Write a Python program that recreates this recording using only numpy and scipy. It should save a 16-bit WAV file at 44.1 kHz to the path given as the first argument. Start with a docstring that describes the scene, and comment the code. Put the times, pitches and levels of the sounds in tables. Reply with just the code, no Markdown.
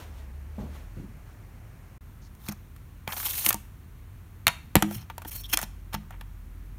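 """Cloth and soles rustle over a low wavering drone, then soft footfalls come: noise swept by rise and decay.
After a short silent splice, in a second quiet studio room, a plastic dark slide is gripped, drawn scraping
out of a film holder, tapped on the camera and rubbed along it: ticks and dense friction grains ring the
modes of holder and camera body, and the room adds reflections.
Narrow-band noise makes the rumble, and shaped noise the room tone and the hiss of a small microphone."""
import sys
import numpy as np
from scipy import signal
from scipy.fft import rfft, irfft
from scipy.io import wavfile

SR = 44100
rng = np.random.default_rng(int(sys.argv[2]) if len(sys.argv) > 2 else 0)


def dump_mix(stems):
    """Bounce the given channels to the path in sys.argv[1] as a 16-bit WAV at rate SR."""
    frames = np.atleast_2d(stems).T  # one column per channel
    limited = np.clip(frames, -1, 1)  # hard clip at full scale
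    pcm = np.round(limited * 32767).astype(np.int16)
    wavfile.write(sys.argv[1], SR, pcm)


def natural_amplitude(level_db):
    """Convert a level in decibels to a linear amplitude factor, elementwise."""
    exponent = np.asarray(level_db, float) / 20
    return 10 ** exponent


N = 299144


def rms_one(x):
    """Normalisation: equal mean power, so that the rms is 1."""
    return x / np.sqrt(np.mean(x ** 2) + 1e-20)


def cut(x, hz, kind, order=2):
    """Butterworth filtering: a maximally flat pass band."""
    return signal.sosfilt(signal.butter(order, hz, kind, fs=SR, output="sos"), x)


def coloured(x, spectrum):
    """Spectral shaping: a steady noise weighted by a curve over log frequency; rms 1."""
    hz, db = np.transpose(spectrum)
    grid_hz = np.maximum(np.fft.rfftfreq(len(x), 1 / SR), 1)
    gain = natural_amplitude(np.interp(np.log(grid_hz), np.log(hz), db))
    return rms_one(irfft(rfft(x) * gain, len(x)))


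def in_time(curve):
    """Level envelope: a dB curve as gain per sample, silent outside its span."""
    s, db = np.transpose(curve)
    return natural_amplitude(np.interp(np.arange(N) / SR, s, db, left=-200, right=-200))


def drift(rate_hz):
    """Random modulation: noise low-passed near rate_hz; rms 1."""
    step = 40   # samples per slow value
    r = np.exp(-2 * np.pi * rate_hz * step / SR)
    slow = signal.lfilter([1], [1, -2 * r, r * r], rng.standard_normal(N // step + 2002))[2000:]
    return np.interp(np.arange(N) / step, np.arange(len(slow)), rms_one(slow))


def ring(force, hz, t60_s):
    """Damped resonator: a unit click sets a decaying sine of initial height 1 ringing."""
    r, w = natural_amplitude(-60 / (t60_s * SR)), 2 * np.pi * hz / SR
    return signal.lfilter([0, np.sin(w)], [1, -2 * r * np.cos(w), r * r], force + 1e-18)


def resonance(x, hz, width_hz):
    """Resonant filtering: the bandwidth sets the decay time; rms 1."""
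    return rms_one(ring(x, hz, np.log(1000) / np.pi / width_hz))


# the splice: times in s at which the fade out begins, silence begins, the fade in begins, full level returns
SPLICE_S = (1.977, 1.982, 2.007, 2.011)
# spectra of room tone and microphone hiss: pitch_hz [Hz], level_db [dB per Hz, relative]
FIRST_ROOM = [(70, -36), (105, 4), (200, -7.5), (450, -18), (1000, -20.5), (2300, -24.5), (3500, -35),
              (16400, -34)]
SECOND_ROOM = [(70, -22.5), (105, -4), (200, -10.5), (330, -18.5), (520, -27.5), (800, -28), (1050, -25.5),
               (2200, -30.5), (3200, -36.5), (5000, -40.5), (9000, -38.5), (16400, -36)]
FIRST_DB, SECOND_DB = -49.5, -53


def room_tone():
    """Stationary noise: each room has its own steady spectrum."""
    first = natural_amplitude(FIRST_DB) * coloured(rng.standard_normal(N), FIRST_ROOM)
    second = natural_amplitude(SECOND_DB) * coloured(rng.standard_normal(N), SECOND_ROOM)
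    return np.where(np.arange(N) / SR < SPLICE_S[2], first, second)


def drone(hz, width_hz, evenness):
    """Narrow-band noise: dividing by its envelope leaves it wandering more in pitch than level; rms 1."""
    x = resonance(resonance(rng.standard_normal(N), hz, width_hz), hz, width_hz)
    envelope = np.abs(signal.hilbert(x))
    return rms_one(x / (envelope + 0.18) ** evenness)


# levels of the two drones: time_s [s], level_db [dB]
DEEP_DRONE = [(0, -45.5), (.7, -48), (.85, -41.5), (1.5, -49.5), (5.2, -56), (5.4, -43), (6.78, -42.5)]
UPPER_DRONE = [(0, -39.5), (.7, -38), (.85, -46.5), (2.3, -49), (3.2, -47), (6.78, -46)]


def rumble():
    """Low-frequency noise from the building or distant traffic: two drones, the upper later higher and looser."""
    early = np.arange(N) / SR < UPPER_DRONE[2][0]
    upper = np.where(early, drone(72.8, 7.3, 0.8), drone(84.7, 43.3, 0.76))
    return in_time(DEEP_DRONE) * drone(44.7, 5.2, 0.94) + in_time(UPPER_DRONE) * upper


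# rustles of cloth and soles: peak_s [s], level_db [dB]
SHUFFLES = [(0, -43.5), (.19, -53.5), (.61, -52), (.76, -49), (.99, -57), (1.3, -59.5)]
# spectrum of the rustles: pitch_hz [Hz], level_db [dB per Hz, relative]
SHUFFLE_COLOUR = [(700, 5), (1500, 0.5), (3000, -4), (5000, -8), (15500, -14.5)]
SHUFFLE_RISE_DB_PER_S, SHUFFLE_FALL_DB_PER_S = 195, 139


def shuffle():
    """Exponential envelopes: soft noise swells to each rustle and fades after it."""
    t = np.arange(N) / SR
    level = np.zeros(N)
    for s, db in SHUFFLES:
        drop_db = np.where(t < s, SHUFFLE_RISE_DB_PER_S * (s - t), SHUFFLE_FALL_DB_PER_S * (t - s))
        level += natural_amplitude(db - drop_db)
    return level * coloured(rng.standard_normal(N), SHUFFLE_COLOUR)


# footfalls in the first room: start_s [s], level_db [dB, relative], cutoff_hz [Hz, dullness]
STEPS = [(.581, -41, 780), (.597, -43, 525), (0.966, -43.5, 320)]
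STEP_T60_S = 0.45


def steps():
    """Impact noise: dull thuds, fuller at the floor's resonances, swell fast and die with the room."""
    out, t = np.zeros(N), np.arange(SR // 2) / SR
    for (s, level_db, cutoff_hz), noise in zip(STEPS, rng.standard_normal((len(STEPS), len(t)))):
        thud = rms_one(cut(cut(noise, cutoff_hz, "low", order=4), 62, "high"))
        thud += 2.0 * resonance(noise, 220, 53) + 1.13 * resonance(noise, 162, 20)
        at = round(s * SR)
        out[at:at + len(t)] += natural_amplitude(level_db - 60 * t / STEP_T60_S) * np.minimum(t / 0.0016, 1) * thud
    return out


def gate(start_s, length_s):
    """Amplitude envelope of one touch: quick attack, hold, exponential release; gain 0-1."""
    out, at = np.zeros(N), round(start_s * SR)
    t = np.arange(SR // 4) / SR
    attack_s, release_s = 0.012, 0.0045
    out[at:at + len(t)] = np.clip(t / attack_s, 0, 1) * np.exp(-np.maximum(t - length_s, 0) / release_s)
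    return out


# squeaks and brushes of a finger on the plate:
# start_s [s], length_s [s], pitch_hz [Hz, band centre], width_hz [Hz], level_db [dB]
SQUEAKS = [(2.21, 0.066, 5400, 2600, -63), (5.348, 0.115, 5540, 180, -56.5), (5.33, .075, 4290, 350, -52),
           (5.434, 0.024, 3380, 330, -40), (5.488, 0.017, 2980, 350, -48.5)]


def squeaks():
    """Friction excitation: noise narrowed to one singing region of the plate."""
    noise = rng.standard_normal(N)
    out = np.zeros(N)
    for s, length_s, hz, width_hz, db in SQUEAKS:
        band = cut(noise, [hz - width_hz / 2, hz + width_hz / 2], "band")
        out += natural_amplitude(db) * gate(s, length_s) * rms_one(band)
    return out


def strike(force, modes, centre_hz, width_oct, chance):
    """Modal excitation: modes near a centre ring; grip and place vary their strength and pitch; peak 1."""
    rung = np.zeros(len(force))
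    for (hz, db, t60_s), gain_db, detune in zip(modes, 2 * chance, 1 + .02 * chance[::-1]):
        off_centre_db = 5.8 * (np.log2(hz / centre_hz) / width_oct) ** 2
        rung += natural_amplitude(db + gain_db - off_centre_db) * ring(force, hz * detune, t60_s)
    return rung / np.abs(rung).max()


# contacts of slide and fingers on holder and camera:
# start_s [s], level_db [dB, relative], pitch_hz [Hz, centre of ring], crack_db [dB, relative], chatter_ms [ms]
CONTACTS = [(2.35, -52.5, 840, -0.5, 1.3), (2.485, -21, 2600, -12.5, 2.6), (2.762, -41.5, 1490, -15.5, 4),
            (3.076, -14.5, 1300, -17, 1.3), (3.121, -20.5, 2004, -25, 6.6), (3.462, -5, 2348, -12.5, 2),
            (3.505, -12, 1150, -15, 3.1), (3.527, -18, 2600, -8.5, 2.3), (3.543, -22, 980, -2.5, 1.1),
            (4.468, 3.5, 2480, -15, 0.97), (4.479, -4, 1900, -10.5, 1.2), (4.484, -15, 960, -13.5, 1),
            (4.754, 2.5, 1038, -14, 1.5), (4.757, -9.5, 925, -33, 3), (4.765, -7, 1420, -16, 0.64),
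            (4.823, -5.5, 1100, -15, 2.6), (4.909, -27.5, 600, -18.5, 5.8), (5.099, -25, 1140, -27, 5.3),
            (5.18, -23, 760, -13, 1.66), (5.218, -31.5, 900, -17, 5), (5.248, -29, 950, -23, 7),
            (5.572, -5, 4100, -8, 0.92), (5.589, -19.5, 1020, -8, 1.4), (5.614, -25, 900, -8, 2.5),
            (5.628, -21, 1030, -10, 1.5), (5.932, -25, 1440, -15, 1.7), (5.942, -18, 900, -14, 1.17),
            (5.948, -18, 1230, -23.5, 2.04), (6.106, -31, 820, -23, 3.7), (6.21, -29, 1350, -19, 3.1)]
# the slide's edge catches in the slot while drawn: start_s [s], level_db [dB, relative], pitch_hz [Hz]
CATCHES = [(3.165, -23, 4400), (3.178, -27, 870), (3.201, -23, 2220), (3.229, -24.5, 1640),
           (3.284, -24, 3400), (3.308, -24, 3070), (3.336, -23, 3270), (3.38, -24, 2890)]
CATCH_CRACK_DB, CATCH_CHATTER_MS = -18, 1.6   # the same two columns for every catch
# modes of the holder and slide: pitch_hz [Hz], level_db [dB, relative], t60_s [s, ringing free]
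HOLDER = [(790, -10, 0.024), (933.4, -7.5, 0.11), (1178, -6.5, 0.02), (1420, -1, 0.011), (1765, -2, 0.018),
          (2317, 4.5, 0.0099), (2710, 11, 0.0054), (3186, 11, 0.014), (3576, 1, 0.02), (4250, 6, 0.019),
          (5590, 13, 0.0057), (6370, 7, 0.017), (10050, 4, 0.019)]
# spans when no hand damps the holder and it rings on: start_s [s], end_s [s]
LOOSE_S = [(3.5, 3.6), (4.46, 4.5), (5.56, 5.6)]
SETTLE_DB, SETTLE_S, SETTLE_HZ = -24, 0.014, (600, 2600)


def contacts():
    """Impact excitation: a tick inside a short dying chatter rings the holder and cracks in the treble."""
    size, lead = 4096, 40   # samples
    out, t = np.zeros(N + size), np.arange(size) / SR
    rows = CONTACTS + [(*row, CATCH_CRACK_DB, CATCH_CHATTER_MS) for row in CATCHES]
    # a hand on the holder stops its longer rings
    held = [(hz, db, min(.55 * t60_s, .025)) for hz, db, t60_s in HOLDER]
    noises = rng.standard_normal((len(rows), size))
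    for (s, level_db, centre_hz, crack_db, chatter_ms), noise in zip(rows, noises):
        # the edges graze for a millisecond before they meet
        force = .5 * noise * np.exp(-1000 * t / chatter_ms) * np.minimum(np.arange(size) / lead, 1) ** 3
        force[lead] = 1
        force = cut(force, max(600, 0.45 * centre_hz), "high")   # a thin plate radiates no bass
        modes = HOLDER if any(a < s < b for a, b in LOOSE_S) else held
        rung = strike(force, modes, centre_hz, 0.72, noise[-40:])
        # after a contact the parts rattle dully into place
        settle = rms_one(cut(noise[::-1], SETTLE_HZ, "band")) * np.exp(-t / SETTLE_S) * np.minimum(t / 0.0012, 1)
        crack = cut(force, [5500, 15500], "band")
        here = slice(round(s * SR), round(s * SR) + size)
        out[here] += natural_amplitude(level_db - 3.0) * rung
        out[here] += natural_amplitude(level_db + SETTLE_DB) * settle
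        out[here] += natural_amplitude(level_db + crack_db + 14.0) * crack / np.abs(crack).max()
    return out[:N]


def snags():
    """Sparse impulses: now and then the edge catches and briefly rings one mode of the holder; rms 1."""
    ticks = (rng.random(N) < 420 / SR) * natural_amplitude(rng.uniform(-6, 6, N))   # about 420 per s
    dealt = rng.integers(0, len(HOLDER), N)   # which mode each tick rings
    out = np.zeros(N)
    for k, (hz, db, t60_s) in enumerate(HOLDER):
        out += ring(ticks * (dealt == k), hz, min(.45 * t60_s, .009))
    return rms_one(out)


# short rubs of slide and fingers, each changing steadily by swell_db before it stops:
# start_s [s], length_s [s], hiss_db [dB, fine hiss at the end], swell_db [dB], weight_db [dB, grit over hiss]
SCUFFS = [(2.388, 0.096, -49.5, 17.5, -2.5), (2.479, 0.014, -38, 5, 5), (2.506, 0.024, -51, -6.5, 6.5),
          (3.446, 0.036, -30.5, -9, -19), (3.478, 0.014, -16, 6, -20.5), (3.502, 0.028, -47.5, 10, 10.5),
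          (4.858, 0.11, -39.5, 17, -15.5), (4.972, .07, -61.5, -10, -0.5), (5.262, 0.034, -39, 9, -30),
          (5.304, 0.034, -40, 2, -19), (5.342, 0.077, -48, -10, -35), (5.432, 0.033, -52, -6, -12),
          (5.479, .046, -43, 5.5, -18), (5.527, 0.018, -28, -14, -7), (5.572, 0.025, -35.5, 24, -14),
          (5.616, 0.023, -40, -6.5, -6.5), (5.923, 0.026, -42, 14, 7), (6.113, 0.05, -79, -1.5, 25)]
# the slide drawn out of its slot, hissing more as it speeds up: time_s [s], hiss_db [dB]
PULL = [(3.074, -52), (3.115, -43.5), (3.2, -34), (3.375, -32.5), (3.4, -28.5), (3.45, -37.5)]
PULL_GRIT_DB, GRIT_FADE_DB_PER_S = -42.5, 25   # grit at the start, fading as the slide frees
PULL_SQUEAL_DB = -35   # at the loudest hiss
SQUEAL_DB, SQUEAL_PER_WEIGHT = 2.5, 0.85   # squeal over hiss grows with weight until grit takes over
SHEEN_DB, SHEEN_PER_WEIGHT = -7, -0.088   # the lighter the touch, the more of the very top


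def rubbing_levels():
    """Friction level: grit, squeal, hiss and sheen follow each scuff's weight and the speed of the pull."""
    t, pull = np.arange(N) / SR, in_time(PULL)
    drawn = pull > natural_amplitude(-150)
    grit = natural_amplitude(PULL_GRIT_DB - GRIT_FADE_DB_PER_S * (t - PULL[0][0]))
    out = drawn * np.array([grit, natural_amplitude(PULL_SQUEAL_DB) * pull / pull.max(), pull, 0 * pull])
    for s, length_s, hiss_db, swell_db, weight_db in SCUFFS:
        level = gate(s, length_s) * natural_amplitude(hiss_db - swell_db * np.clip(1 - (t - s) / length_s, 0, 1))
        squeal_db = SQUEAL_DB + SQUEAL_PER_WEIGHT * min(weight_db, 0)
        sheen_db = SHEEN_DB + SHEEN_PER_WEIGHT * weight_db
        out += level * natural_amplitude([[weight_db], [squeal_db], [0], [sheen_db]])
    return out


# spectrum of the rubbing hiss: pitch_hz [Hz], level_db [dB per Hz, relative]
RUB_HISS = [(5000, -16.5), (6500, -4.5), (11400, 2), (15300, 3.5), (16400, -32)]
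GRIT_HZ, SQUEAL_HZ, SHEEN_HZ = (676, 2870), (2080, 6240), 13000   # two bands and a lower edge
RASP_DB, RASP_PER_S, SHEEN_FLUTTER_DB = 3.5, 90, 4   # low layers jerk coarser than hiss, the top flutters alone
HELD_FREEDOM, LOOSE_FREEDOM, SLIDE_OUT_S = .25, 1.5, 4   # how freely the plate sings in the slot, then in hand


def strokes():
    """Stick-slip friction: dense grains in uneven bursts ring modes that come and go each on its own."""
    freedom = np.where(np.arange(N) / SR < SLIDE_OUT_S, HELD_FREEDOM, LOOSE_FREEDOM)
    sizes = natural_amplitude(3 * np.minimum(rng.exponential(1, N), 3))
    grains = rms_one((rng.random(N) < 6000 / SR) * sizes * rng.choice([-1, 1], N))   # about 6000 per s
    rung = np.zeros(N)
    for hz, db, t60_s in HOLDER:
        wavering = grains * natural_amplitude(3.5 * drift(43))
        rung += natural_amplitude(db) * rms_one(ring(wavering, hz, t60_s))
    rung = freedom * rms_one(rung)
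    slip = natural_amplitude(2.8 * drift(46))
    caught = (grains + 0.66 * snags()) * natural_amplitude(RASP_DB * drift(RASP_PER_S))
    grit = cut(caught + 0.18 * rung, GRIT_HZ, "band", order=3)
    squeal = cut(caught + 0.65 * rung, SQUEAL_HZ, "band")
    hiss = coloured(grains + 1.3 * rng.standard_normal(N) + rung, RUB_HISS)
    sheen = cut(rng.standard_normal(N), SHEEN_HZ, "high", order=4) * natural_amplitude(SHEEN_FLUTTER_DB * drift(30))
    even = np.hypot(1, 0.37 * freedom)   # singing shares the energy of the stroke
    layers = zip(rubbing_levels(), (grit, squeal, hiss, sheen))
    return sum(level * slip * rms_one(x / even) for level, x in layers)


# heavier contacts that reach the hollow body:
# start_s [s], level_db [dB, peak], pitch_hz [Hz, centre of boom], damping [0-1, by the hand]
KNOCKS = [(2.489, -22, 179, 0.7), (3.079, -28.5, 152, 0.79), (3.468, -27, 223, 0.74),
          (3.544, -28, 202, 0.69), (4.47, -23.5, 134, 0.61), (4.756, -8.5, 245, 0.61),
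          (4.767, -5, 171, 0.86), (4.827, -15.5, 217, 0.16), (4.961, -25.5, 116, 0.23),
          (5.256, -33.5, 420, 0.8), (5.538, -30.5, 380, 0.66), (5.634, -28.5, 181, 0.84),
          (5.943, -25, 160, 0.35)]
# modes of the hollow camera body and bellows:
# pitch_hz [Hz], level_db [dB, relative], t60_s [s, undamped], rise [share of pitch per s]
BODY = [(114, 7, 0.2, 0.07), (157.2, -1, 0.45, 0.053), (205.6, 3, 0.56, 0.016), (305.7, 11, 0.32, 1.2),
        (390, 4.5, 0.11, 0)]


def knocks():
    """Cavity resonance: a soft push booms the hollow body; a hand damps it and the next knock chokes it."""
    size = 16384   # samples
    out, t = np.zeros(N + size), np.arange(size) / SR
    gaps = np.diff([row[0] for row in KNOCKS] + [N / SR])
    chances = rng.standard_normal((len(KNOCKS), len(BODY)))
    for (s, level_db, centre_hz, damping), gap_s, chance in zip(KNOCKS, gaps, chances):
        boom = np.zeros(size)
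        for (hz, db, t60_s, rise), gain_db in zip(BODY, chance):
            off_centre_db = 5.6 * (np.log2(hz / centre_hz) / .45) ** 2
            fall_db = 60 * t / (t60_s * (1 - damping))
            tone = np.sin(2 * np.pi * hz * t * (1 + rise * t / 2))
            boom += natural_amplitude(db + gain_db - off_centre_db - fall_db) * tone
        boom = cut(boom, 530, "low", order=1) * np.exp(-np.maximum(t - gap_s, 0) / 0.013)
        at = round(s * SR)
        out[at:at + size] += natural_amplitude(level_db) * boom / np.abs(boom).max()
    return out[:N]


ROOM_T60_S, TREBLE_T60_S, WALL_CUT_HZ, ROOM_DB = 0.39, 0.11, 8100, -20


def room(x):
    """Reverberation: dense reflections decay exponentially, the treble faster."""
    t = np.arange(SR // 2) / SR
    noise = rng.standard_normal(len(t))
    dull = cut(noise, WALL_CUT_HZ, "low", order=1)
    tail = dull * natural_amplitude(-60 * t / ROOM_T60_S) + (noise - dull) * natural_amplitude(-60 * t / TREBLE_T60_S)
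    tail *= np.clip((t - .003) / 0.0011, 0, 1)   # first reflections come late
    tail = cut(tail, 200, "high")
    return natural_amplitude(ROOM_DB) * signal.fftconvolve(x, tail / np.sqrt(np.sum(tail ** 2)))[:N]


def scene():
    """Superposition: handling sounds with their room, over the backgrounds."""
    near = squeaks() + contacts() + strokes()
    return (room_tone() + rumble() + shuffle() + steps() + near + room(near) + knocks())[None]


def top_cut(x):
    """Nothing passes above the cut-off."""
    return signal.sosfilt(signal.butter(12, 16500, fs=SR, output="sos"), x)


# cancellations at the microphone port: pitch_hz [Hz], width_hz [Hz], level_db [dB]
PORT_DIPS = [(4930, 530, -4.5), (7790, 1050, -4.5), (10260, 790, -6.5)]


def record(dry):
    """Transduction: band limits and port cancellations of the microphone, the splice, then soft overload."""
    heard = cut(cut(dry, 26, "high", order=3), 15500, "low", order=10)
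    for hz, width_hz, db in PORT_DIPS:
        heard = heard - (1 - natural_amplitude(db)) * signal.lfilter(*signal.iirpeak(hz, hz / width_hz, SR), heard)
    splice = np.interp(np.arange(N) / SR, SPLICE_S, [0.83, 0.0066, 0.0052, 1])   # gains
    mix = 1.47 * np.tanh(heard * splice / 1.537)
    return top_cut(mix)


dry = scene()
out = record(dry)
dump_mix(out)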